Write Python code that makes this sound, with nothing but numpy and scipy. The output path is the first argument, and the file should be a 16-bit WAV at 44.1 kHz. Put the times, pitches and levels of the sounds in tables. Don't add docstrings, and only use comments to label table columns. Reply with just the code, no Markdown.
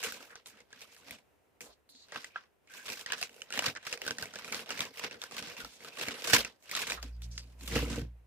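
import sys
import numpy as np
from scipy import signal
from scipy.io import wavfile
from scipy.ndimage import uniform_filter1d

SR = 44100
rng = np.random.default_rng(int(sys.argv[2]) if len(sys.argv) > 2 else 0)


def dump_mix(stems):
    frames = np.atleast_2d(stems).T
    limited = np.clip(frames, -1, 1)
    pcm = np.round(limited * 32767).astype(np.int16)
    wavfile.write(sys.argv[1], SR, pcm)


def ratio(d):
    e = np.asarray(d, float) / 20
    return 10 ** e


N = 364266
CONTROL_STEP = 40

# pitch_hz, level_db (per Hz)
PAPER_COLOUR = [(35, -60.5), (60, -16.5), (233, -4.5), (354, -17.5), (458, -0.5), (715, -9), (1470, -5),
                (2770, 0), (3270, -2.5), (3670, -3), (8510, -7.5), (11500, -19), (16000, -8.5)]


def paper():
    # pitch_hz, likeness (0 to 1; below 0 counts as 0)
    port_likeness = [(60, -0.36), (180, 0.86), (550, 0.83), (1650, 0.3), (4970, -0.33), (15000, 0.57)]
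    # pitch_hz, width_hz, level_db
    sleeve_panels = [(273, 35, 1.5), (466.5, 57, 0.5), (1550, 56, -1), (2620, 380, -12.5)]
    rub, bright, body, thud = handling()
    grain = crackle(200, spread_db=4.0, t60s=(.02, .015), smooth=1.3)
    sheet = 0
    for hz, mid, side in bands(*grain):
        if hz > 5500:
            shift_db = bright + 8.0
        elif hz > 2100:
            shift_db = 0
        elif hz > 1050:
            shift_db = -0.49 * (bright + 10)
        elif hz > 340:
            shift_db = body + 5.0
        else:
            shift_db = thud + 9.0
        flicker_db = 1.8 * drift(14)
        level_db = rub + shift_db + at_hz(PAPER_COLOUR, hz) + flicker_db
        sheet = sheet + ratio(level_db) * two_ports(mid, side, at_hz(port_likeness, hz))
    panels = 0
    for hz, width_hz, level_db in sleeve_panels:
        wander_db = 3.5 * drift(6.0)
        panels = panels + ratio(level_db + wander_db) * resonance(sheet, hz, width_hz)
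    return ratio(13.5) * (sheet + panels) + ratio(rub - 2) * wrinkles()


def handling():
    # peak_s, rise_s, fall_s, rub_db, brightness_db
    along = [(0.171, 0.35, 0.24, -59.5, -7.5), (2.161, 0.06, 0.073, -48, -17.5),
             (2.909, 0.078, 0.065, -44, -8.5), (3.438, 0.4, 0.043, -63, -7), (3.58, 0.09, 0.06, -41, -13.5),
             (3.665, 0.06, 0.05, -33, -12.5), (3.763, 0.011, 0.026, -49.5, -40),
             (3.928, 0.043, 0.057, -45.5, -10.5), (4.078, 0.082, 0.074, -43, -11.5),
             (4.387, 0.13, 0.11, -50, -14), (4.475, 0.08, 0.12, -49, -11),
             (4.716, 0.048, 0.035, -41, -15.5), (5.385, 0.1, 0.053, -44, -10),
             (6.027, 0.1, 0.054, -41.5, -11.5), (6.303, 0.12, 0.07, -36.5, -8.5),
             (6.335, 0.017, 0.083, -23.5, -10), (6.642, 0.051, 0.022, -68.5, 2)]
    # peak_s, rise_s, fall_s, rub_db, brightness_db
    skimming = [(0.043, 0.072, 0.13, -41, -10), (0.362, 0.012, 0.054, -57.5, -20),
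                (0.465, 0.014, 0.094, -59.5, -1.5), (0.733, 0.053, 0.17, -63, -15),
                (0.821, 0.055, 0.052, -54.5, -8), (0.944, 0.11, 0.15, -64.5, -5),
                (2.232, 0.2, 0.099, -56.5, -11), (2.369, 0.031, 0.083, -58, -29),
                (2.75, 0.064, 0.22, -56, -7.5), (2.99, 0.18, 0.073, -49, -6), (2.705, 0.025, 0.12, -65, -6),
                (2.865, 0.026, .1, -51, -7), (3.135, 0.074, 0.028, -40, -22.5),
                (3.224, 0.069, 0.056, -44, -9), (3.875, 0.043, 0.05, -44.5, -12.5),
                (4.994, 0.056, 0.014, -43, -9), (5.227, 0.034, 0.058, -48, -11),
                (6.76, 0.081, 0.14, -38, -11), (6.812, 0.033, 0.036, -39.5, -8)]
    # peak_s, rise_s, fall_s, rub_db, brightness_db
    pressing = [(0.587, 0.15, 0.081, -65.5, -14.5), (1.112, 0.098, 0.084, -53.5, -10.5),
                (1.614, 0.0063, 0.091, -59, -1.5), (4.24, 0.11, 0.06, -47, -10),
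                (4.531, 0.022, 0.13, -42, -10.5), (4.806, 0.1, 0.088, -41, -12),
                (5.04, 0.046, 0.053, -41.5, -15.5), (5.12, 0.044, 0.074, -53.5, -16),
                (5.505, 0.21, 0.036, -48, -14), (5.6, 0.15, 0.11, -50, -9.5), (5.74, 0.14, 0.19, -75.5, 6),
                (5.868, 0.082, 0.054, -51, -12), (6.08, 0.08, 0.11, -42.5, -13),
                (6.457, 0.035, 0.069, -52, -18), (6.911, 0.091, 0.069, -40.5, -9)]
    # peak_s, rise_s, fall_s, rub_db, brightness_db
    swinging = [
        (7.023, 0.0097, 0.099, -57, -11),
        (5.4, 0.069, 0.083, -64, -6),
        (7.62, 0.043, 0.31, -59, -3.5),
        (7.37, 0.36, 0.38, -70.5, -7.5),
        (3.17, .05, .04, -55.5, -12),
    ]
    # peak_s, rise_s, fall_s, rub_db, brightness_db
    laying = [
        (7.684, 0.036, 0.09, -53, 1.5),
        (7.84, 0.034, .07, -52, -6),
        (7.975, .1, .04, -57.5, -2),
        (7.764, 0.071, 0.078, -37, -13),
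        (7.914, 0.12, 0.09, -46.5, -12),
        (7.978, 0.064, 0.079, -50.5, -11.5),
    ]
    # strokes, sleeve body dB, hand thud dB
    grips = [(along, -0.46, -8.5), (skimming, -8.5, -15), (pressing, -2, -4.5), (swinging, -6, 1), (laying, -1.3, 6.5)]
    strokes = [(*row, body, thud) for rows, body, thud in grips for row in rows]
    s, rise, fall, db, *colours = np.transpose(strokes)[:, :, None]
    t = np.arange(0, N, CONTROL_STEP) / SR
    away = np.maximum((s - t) / np.clip(rise, .005, .35), (t - s) / np.maximum(fall, .005))
    power = ratio(2 * (db - 20 * away ** 1.4)) + 1e-14
    settle_db, settle_t60_s = -26.5, 0.36
    keep = ratio(-2 * 60 * CONTROL_STEP / SR / settle_t60_s)
    power = power + ratio(2 * settle_db) * signal.lfilter([2 * (1 - keep)], [1, -keep], power)
    total = power.sum(axis=0)
    rub = 10 * np.log10(total)
    bright, body, thud = ((power * colour).sum(axis=0) / total for colour in colours)
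    firm_db, slap_db = -47.5, 12.5
    touch = np.clip(rub - firm_db, -30, 30)
    body = body - 0.176 * touch - np.maximum(touch - slap_db, 0)
    thud = thud - 0.2348 * touch
    rub, bright, body, thud = (np.interp(np.arange(N) / SR, t, line) for line in (rub, bright, body, thud))
    return rub, bright, body - 1.5 * drift(4.2), thud + 2 * drift(10.0)


def crackle(per_s, spread_db, t60s, smooth):
    born = rng.random(N) < per_s * ratio(6 * drift(9)) / SR
    sizes = ratio(spread_db * np.minimum(rng.exponential(1, N), 4.0))
    bursts = np.array([rms_one(dying(sizes * born, t60)) for t60 in t60s])
    bursts = bursts / np.sqrt(uniform_filter1d(bursts ** 2, size=2000) + 0.32)
    return [rms_one(burst + smooth) for burst in bursts]


def wrinkles():
    per_s, ring_cycles, patches = 250, 36.0, 14
    born = np.flatnonzero(rng.random(N) < per_s / SR)
    sizes = ratio(3.4 * np.minimum(rng.exponential(1, N), 3.0)) * rng.choice([-1, 1], N)
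    dealt, out = rng.integers(0, patches, N), np.zeros((2, N))
    for k, hz in enumerate(np.geomspace(1000, 5500, patches)):
        clicks = np.zeros(N)
        mine = born[dealt[born] == k]
        clicks[mine] = sizes[mine]
        rung = ratio(at_hz(PAPER_COLOUR, hz)) * ring(clicks, hz, ring_cycles / hz)
        out += [rung, np.roll(rung, k % 5)]
    return rms_one(out)


def creases():
    # start_s, peak_db, panel_hz, t60_s
    tearing = [(.035, -23.5, 2900, 0.12), (.1221, -26.5, 1610, 0.011), (1.1087, -28.5, 2450, 0.12),
               (1.607, -31.5, 2500, 0.082), (3.2133, -24.5, 4700, 0.06), (3.5126, -45, 1390, 0.041),
               (4.0502, -34, 1760, 0.1), (4.065, -25.5, 1580, 0.026), (4.9727, -35, 2800, 0.033),
               (5.3662, -29, 4400, 0.086), (6.2726, -27, 1590, 0.052), (6.299, -19.5, 1460, 0.033),
               (6.3824, -18, 2640, 0.063), (6.7133, -23, 2420, 0.068), (6.791, -26, 2750, 0.092),
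               (6.8179, -38, 2620, 0.095), (7.2195, -38.5, 3790, 0.28), (7.6763, -27, 3725, 0.27)]
    # start_s, peak_db, panel_hz, t60_s
    snapping = [(.8074, -36.5, 2510, 0.09), (2.882, -28.5, 3640, 0.22), (2.9, -24.5, 2580, 0.13),
                (3.1212, -18, 1700, 0.033), (3.2275, -16, 2620, 0.013), (3.575, -17.5, 1990, 0.13),
                (3.5913, -12.5, 2970, 0.05), (3.6228, -23, 1610, 0.059), (3.6574, -28, 2900, 0.051),
                (3.8672, -25.5, 2700, 0.067), (4.017, -24.5, 2930, 0.13), (4.2248, -20.5, 1550, 0.081),
                (4.3567, -31.5, 1670, 0.037), (4.5238, -16.5, 2310, 0.045), (4.6917, -28, 1370, 0.061),
                (4.792, -23, 2370, 0.07), (4.8058, -15, 3800, 0.054), (4.8521, -29, 2560, 0.13),
                (4.995, -28, 2830, .046), (5.2168, -25, 3700, 0.067), (5.3815, -28, 2640, 0.022),
                (5.647, -28, 1370, 0.06), (5.8465, -31.5, 1270, 0.16), (6.0118, -24, 2700, 0.027),
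                (6.084, -20.5, 2220, 0.075), (6.333, -6, 1820, 0.031), (6.8692, -26.5, 2270, 0.094),
                (6.9202, -18.5, 2530, 0.015), (7.0273, -25.5, 4810, 0.069), (7.7553, -21.5, 2620, 0.14)]
    # start_s, peak_db, panel_hz, t60_s
    popping = [(.3553, -33.5, 1550, 0.043), (.4594, -33, 4060, 0.2), (.7283, -35.5, 1670, 0.067),
               (2.1211, -30.5, 1910, .05), (2.158, -35, 1170, 0.029), (2.2441, -27.5, 1990, 0.031),
               (2.6733, -52, 2230, 0.055), (3.0616, -25, 1900, 0.046), (3.4185, -27, 3020, 0.038),
               (3.5244, -23, 2950, 0.2), (3.5377, -24, 1810, 0.076), (3.7713, -34, 1610, 0.028),
               (3.927, -19, 2790, 0.05), (4.1079, -17, 1550, 0.034), (4.1841, -22.5, 1800, 0.037),
               (4.3873, -31.5, 1450, 0.041), (4.4452, -29, 2440, 0.042), (4.5452, -20, 4670, 0.064),
               (4.6603, -36, 3560, 0.046), (4.7053, -20.5, 2830, 0.091), (5.0374, -28, 1270, 0.06),
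               (5.1111, -29, 2640, 0.035), (5.238, -26, 1480, 0.019), (5.4251, -28, 1340, 0.063),
               (6.4478, -19, 2690, 0.081), (6.6936, -34, 2370, 0.15), (6.7508, -16, 3920, 0.24),
               (6.8993, -21, 4030, 0.22), (7.3781, -25, 4870, 0.25)]
    # start_s, peak_db, panel_hz, t60_s
    ticking = [(0.305, -45, 1540, 0.036), (0.604, -43.5, 2150, 0.037), (0.705, -50, 1420, 0.04),
               (0.8158, -35, 2480, 0.04), (0.9645, -43, 1780, 0.04), (1.0647, -52, 1790, 0.04),
               (1.186, -48, 2360, 0.045), (1.8906, -51, 4440, 0.063), (1.9504, -47, 4000, 0.05),
               (2.0848, -47, 1520, 0.04), (2.6984, -48, 1470, 0.04), (2.737, -40, 1680, 0.031),
               (2.8281, -52, 1620, 0.04), (2.856, -43, 2690, 0.036), (2.971, -36, 1570, 0.052),
               (2.9933, -38, 1710, 0.04), (3.1, -46, 1580, 0.035), (3.7512, -32.5, 1780, 0.028),
               (3.8277, -41, 1680, 0.11), (3.8513, -42.5, 2700, 0.057), (3.9746, -33.5, 2420, 0.049),
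               (4.078, -19.5, 1550, 0.031), (4.256, -31, 2230, 0.029), (4.3372, -34.5, 1440, 0.048),
               (4.4215, -38, 2360, 0.04), (4.7752, -27, 2300, 0.04), (4.8174, -24, 2470, 0.028),
               (5.1429, -49, 1400, 0.04), (5.311, -35.5, 1170, 0.044), (5.5156, -45, 2360, 0.037),
               (5.5673, -35, 2660, 0.047), (5.5787, -37, 3500, 0.04), (5.8052, -40, 2150, 0.05),
               (5.8717, -41, 2690, 0.04), (5.9846, -41, 1770, 0.04), (6.0653, -41, 2090, 0.04),
               (6.108, -33, 1780, 0.036), (6.1412, -34, 2860, 0.037), (6.221, -27.5, 3030, 0.04),
               (6.2413, -35, 3000, 0.04), (7.6086, -40, 4270, 0.046)]
    # start_s, peak_db, panel_hz, t60_s
    flicking = [(.029, -23, 2650, .02), (.205, -42, 1300, 0.027), (.572, -50, 3000, .03),
                (2.408, -53, 3500, .03), (2.437, -55, 3000, .03), (2.921, -35, 2410, 0.034),
                (3.2939, -41, 2920, 0.034), (3.3428, -45, 2730, .06), (3.5044, -30, 1430, .04),
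                (3.641, -23, 2700, .04), (3.682, -24, 1980, .03), (4.4777, -35, 1360, .04),
                (4.5929, -31, 2860, .04), (5.472, -41, 1500, 0.033), (5.499, -37, 2400, .03),
                (5.9703, -35, 2800, .04), (6.6248, -48, 2240, 0.056), (6.763, -31, 2620, .025),
                (7.899, -40, 5020, .08), (.0385, -22, 2900, .02), (3.2145, -32, 700, .03)]
    # events, treble dB, sleeve body dB
    kinds = [(tearing, -11, -23.5), (snapping, -18.5, -15), (popping, -32, -27), (ticking, -31, -17),
             (flicking, -22, -18)]
    return [(s, db, hz, t60, treble_db, body_db - 0.1067 * (db + 29.5))
            for rows, treble_db, body_db in kinds for s, db, hz, t60 in rows]


def dip_before_snaps():
    marks = np.zeros(N)
    marks[[round(row[0] * SR) for row in creases()]] = 1
    return np.minimum(dying(marks[::-1], 0.084)[::-1], 1)


def snaps():
    length, panel_cycles = 6000, 26.0
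    out, n = np.zeros((2, N + length)), np.arange(length)
    ranges_hz = ([1150, 7000], [5500, 18000], [400, 1100])
    broad, treble, sleeve = (signal.butter(3, hz, "band", fs=SR, output="sos") for hz in ranges_hz)
    for s, peak_db, hz, t60, treble_db, body_db in creases():
        fading = ratio(-60 * n / SR / np.clip(t60, .008, .2))
        weaker = (rng.random(length) < 400 / SR) * rng.random(length) * .5
        jerks = dying(weaker + 2.4 * (n == 0), .018) + .27
        burst = rng.standard_normal((2, length)) * jerks * fading
        sharp = burst * np.sqrt(jerks)
        crack = rms_one(ring(burst, hz, panel_cycles / hz)) + rms_one(signal.sosfilt(broad, sharp))
        parts = crack, signal.sosfilt(treble, sharp), signal.sosfilt(sleeve, burst)
        levels_db = 0, treble_db + 9.0, body_db - 0.5
        for part, db, alike in zip(parts, levels_db, (.85, .35, .75)):
            heard = two_ports(*(part / np.abs(part).max()), alike)
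            out[:, round(s * SR):][:, :length] += ratio(peak_db + db) * heard
    return out[:, :N]


def slides():
    # start_s, length_s, level_db, panel_hz, width_hz
    edge_slides = [(0.194, 0.046, -61, 1520, 300), (0.295, 0.039, -55.5, 1500, 870),
                   (0.52, 0.092, -69, 1800, 900), (1.607, 0.13, -64.5, 3900, 2600),
                   (1.8915, 0.15, -60.5, 4150, 1000), (2.7, 0.22, -75, 1340, 2500),
                   (1.64, 0.072, -60, 480, 810), (1.89, 0.023, -65, 9700, 11000),
                   (1.9, 0.14, -69, 6500, 2400), (1.896, 0.076, -70.5, 256, 59),
                   (2.301, .04, -66, 2450, 500), (2.676, 0.26, -63.5, 2300, 1100),
                   (2.695, 0.133, -55.5, 1580, 230), (4, 0.086, -53, 426, 150),
                   (5.92, 0.094, -56, 2600, 500), (7.125, 0.04, -71, 4850, 900),
                   (7.22, 0.025, -54, 4200, 5200), (7.312, 0.06, -57, 5300, 3300),
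                   (7.378, 0.015, -50, 5500, 5000), (5.672, 0.16, -59, 2000, 6200),
                   (5.1, 0.055, -62, 2050, 1200), (6.973, 0.011, -45, 1230, 600),
                   (5.6, 0.027, -48, 1430, 220), (4.585, 0.015, -53, 3000, 1500),
                   (3.793, 0.075, -60, 1500, 2500), (4.5, 0.069, -59, 270, 80),
                   (0.88, 0.08, -67, 2200, 890), (5.11, 0.073, -55.5, 460, 170), (7.74, 0.3, -53, 364, 110),
                   (5.44, .12, -60, 480, 200)]
    attack_s, release_s, rough_db = 0.0013, 0.03, 2.5
    out = np.zeros((2, N + SR))
    t, uneven = np.arange(SR // 2) / SR, np.tile(drift(28), 2)
    for s, length, db, hz, width_hz in edge_slides:
        shape = np.clip(t / attack_s, 0, 1) * ratio(-20 * np.maximum(t - length, 0) / release_s)
        noise = rng.standard_normal((2, len(t)))
        sung = rms_one(resonance(resonance(noise, hz, width_hz), hz, width_hz))
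        rough = ratio(rough_db * uneven[round(s * SR):][:len(t)])
        rough = rough / np.sqrt(np.mean(rough[:round(length * SR) + 1] ** 2))
        out[:, round(s * SR):][:, :len(t)] += ratio(db) * shape * rough * two_ports(*sung, 0.32)
    return out[:, :N]


def taps():
    # start_s, peak_db
    ring_taps = [
        (2.123, -32.5),
        (2.147, -41),
        (2.159, -24.5),
        (2.359, -27),
    ]
    # pitch_hz, level_db, t60_s
    handle_modes = [(887, -19, 0.12), (1370, -2, 0.052), (1610, 5.5, 0.024), (2640, 2, 0.013)]
    s, peak_db = np.transpose(ring_taps)
    contact = dying(clicks_at(s, peak_db - 24.5), 0.018) * rng.standard_normal(N)
    rings = sum(ratio(level_db) * ring(contact, hz, t60) for hz, level_db, t60 in handle_modes)
    return signal.sosfilt(signal.butter(2, [600, 3500], "band", fs=SR, output="sos"), rings)


def knocks():
    # start_s, peak_db, low_mode_db
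    blows = [(0.07, -42.5, -25), (1.114, -58, -4), (1.635, -51, -36), (2.156, -43.5, -25),
             (2.901, -44.5, -23), (3.58, -38.5, -32), (3.678, -39, -7), (4.106, -39, -15), (4.221, -65, 15),
             (4.517, -41, -37), (4.798, -50.5, 3), (5.038, -43.5, -19), (5.419, -41.5, -17),
             (5.638, -50, -17), (6.079, -35, -26), (6.335, -22.5, -13.5), (6.399, -50, -26),
             (6.913, -49, -32), (7.726, -39.5, 0), (7.761, -23, -9.5), (7.827, -26.5, -11),
             (7.877, -34.5, -25), (7.911, -41, 1), (7.979, -27.5, -12.5), (8.02, -50.5, 11.5)]
    # pitch_hz, level_db, t60_s
    table_modes = [(61.6, -26, 0.18), (104.4, 1.5, 0.34), (143.4, 16, 0.091), (237, 2, 0.18),
                   (291.6, 2.5, 0.17), (460, -19.5, 0.11), (466.4, 7, 0.084), (493, -27.5, 0.091)]
    s, peak_db, low_db = np.transpose(blows)
    luck, out = rng.normal(0, 0.43, (len(s), len(table_modes))), 0
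    for (hz, level_db, t60), luck_db in zip(table_modes, luck.T):
        struck_db = peak_db + level_db - 10.5 + luck_db + low_db * (hz < 200)
        out = out + ring(clicks_at(s, struck_db), hz, t60)
    return signal.sosfilt(signal.butter(3, [70, 900], "band", fs=SR, output="sos"), out)


def bumps():
    # start_s, peak_db
    nudges = [
        (1.1, -64),
        (1.68, -63),
        (2.86, -67),
        (5.63, -51),
        (6.38, -44),
    ]
    s, peak_db = np.transpose(nudges)
    swing = ring(clicks_at(s, peak_db + 1.0), 56, 0.21)
    return signal.sosfilt(signal.butter(2, 90, fs=SR, output="sos"), swing)


def drone():
    # time_s, pitch_hz, level_db, second_multiple_db
    stand_swing = [
        (6.8, 57.6, -79, -72),
        (7.026, 58.5, -43, -69),
        (7.278, 58.3, -41, -51),
        (7.536, 60.3, -54, -66),
        (7.808, 59.6, -33, -63.5),
        (7.954, 60.8, -42.5, -53),
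        (8.02, 60.4, -38.5, -46),
        (8.154, 59, -50, -67),
        (8.26, 57.5, -61.5, -72),
    ]
    hz, first_db, second_db = in_time(stand_swing)
    third_db = second_db - 8
    phase = 2 * np.pi * np.cumsum(np.maximum(hz, 0)) / SR
    levels_db = [first_db, second_db, third_db]
    return sum(np.sqrt(2) * ratio(db) * np.sin((k + 1) * phase) for k, db in enumerate(levels_db))


def room(x):
    t60_s, wall_cut_hz = 0.1, 31000
    out, dull = np.zeros((2, N)), np.exp(-2 * np.pi * wall_cut_hz / SR)
    for k, lag in enumerate((rng.uniform(0.011, 0.034, 12) * SR).astype(int)):
        loop, gain, state = x.copy(), ratio(-60 * lag / SR / t60_s), [0.]
        for i in range(lag, N, lag):
            back, state = signal.lfilter([gain * (1 - dull)], [1, -dull], loop[i - lag:i], zi=state)
            loop[i:i + lag] += back[:N - i]
        out[k % 2] += (loop - x) * (-1) ** (k // 2)
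    return out


def room_air():
    # pitch_hz, level_db
    air_colour = [(18, -62), (30, -39), (62, -6), (150, -16), (500, -10), (1100, -20), (2700, -24),
                  (3700, -34), (16000, -36)]
    # pitch_hz, likeness (0 to 1)
    air_likeness = [(60, 0.17), (380, 0.14), (2380, 0.21), (15000, 0.31)]
    air = 0
    for hz, mid, side in bands(1, 1):
        air = air + ratio(at_hz(air_colour, hz)) * two_ports(mid, side, at_hz(air_likeness, hz))
    return ratio(-71 + 1.2 * drift(5.0)) * rms_one(air)


def rms_one(x):
    return x / np.sqrt(np.mean(x ** 2) + 1e-20)


def in_time(rows, outside=-120):
    s, *columns = np.transpose(rows)
    return np.array([np.interp(np.arange(N) / SR, s, c, outside, outside) for c in columns])


def at_hz(points, hz):
    pitch_hz, value = np.transpose(points)
    return np.interp(np.log(hz), np.log(pitch_hz), value)


def drift(rate_hz):
    r = np.exp(-2 * np.pi * CONTROL_STEP * rate_hz / SR)
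    noise = rng.standard_normal(N // CONTROL_STEP + 2002)
    slow = signal.lfilter([1], [1, -2 * r, r * r], noise)[2000:]
    return np.interp(np.arange(N) / CONTROL_STEP, np.arange(len(slow)), rms_one(slow))


def clicks_at(s, level_db):
    clicks = np.zeros(N)
    clicks[np.round(s * SR).astype(int)] = ratio(level_db)
    return clicks


def dying(clicks, t60):
    return signal.lfilter([1], [1, -ratio(-60 / (t60 * SR))], clicks + 1e-18)


def ring(x, hz, t60):
    r, w = ratio(-60 / (t60 * SR)), 2 * np.pi * hz / SR
    return signal.lfilter([0, np.sin(w)], [1, -2 * r * np.cos(w), r * r], x + 1e-18)


def resonance(x, hz, width_hz):
    r = np.exp(-np.pi * width_hz / SR)
    rise = np.array([1, 0, -1]) * (1 - r * r) / 2
    return signal.lfilter(rise, [1, -2 * r * np.cos(2 * np.pi * hz / SR), r * r], x)


def two_ports(mid, side, alike):
    alike = np.clip(alike, 0, 1)
    return np.sqrt(.5 + .5 * alike) * mid + np.sqrt(.5 - .5 * alike) * side * [[1], [-1]]


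def bands(gate, treble_gate):
    edges_hz = 45 * 2 ** np.arange(0, 8.6, .5)
    white = rng.standard_normal((2, 2, N))
    for k, (low, high) in enumerate(zip(edges_hz, edges_hz[1:])):
        gated = white[k % 2] * (treble_gate if low > 3500 else gate)
        band = signal.butter(2, [low, high], "band", fs=SR, output="sos")
        yield np.sqrt(low * high), *signal.sosfilt(band, gated)


def scene():
    rustle = paper() * ratio(-8 * dip_before_snaps())
    cracks = taps() + snaps()
    parcel = (rustle + cracks + slides()) * ratio([[-.8], [.8]])
    parcel[0] = np.roll(parcel[0], 4)
    echoes = ratio(-15) * room(cracks.mean(axis=0))
    shaking = (knocks() + bumps() + drone()) * ratio([[-.4], [.4]])
    return parcel + echoes + shaking + room_air()


def top_cut(x):
    return signal.sosfilt(signal.butter(12, 16660, fs=SR, output="sos"), x)


def record(dry):
    cut = signal.sosfilt(signal.ellip(8, .5, 60, 15500, fs=SR, output="sos"), dry)
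    cut = signal.sosfilt(signal.butter(2, 40, "high", fs=SR, output="sos"), cut)
    return top_cut(cut)


dry = scene()
out = record(dry)
dump_mix(out)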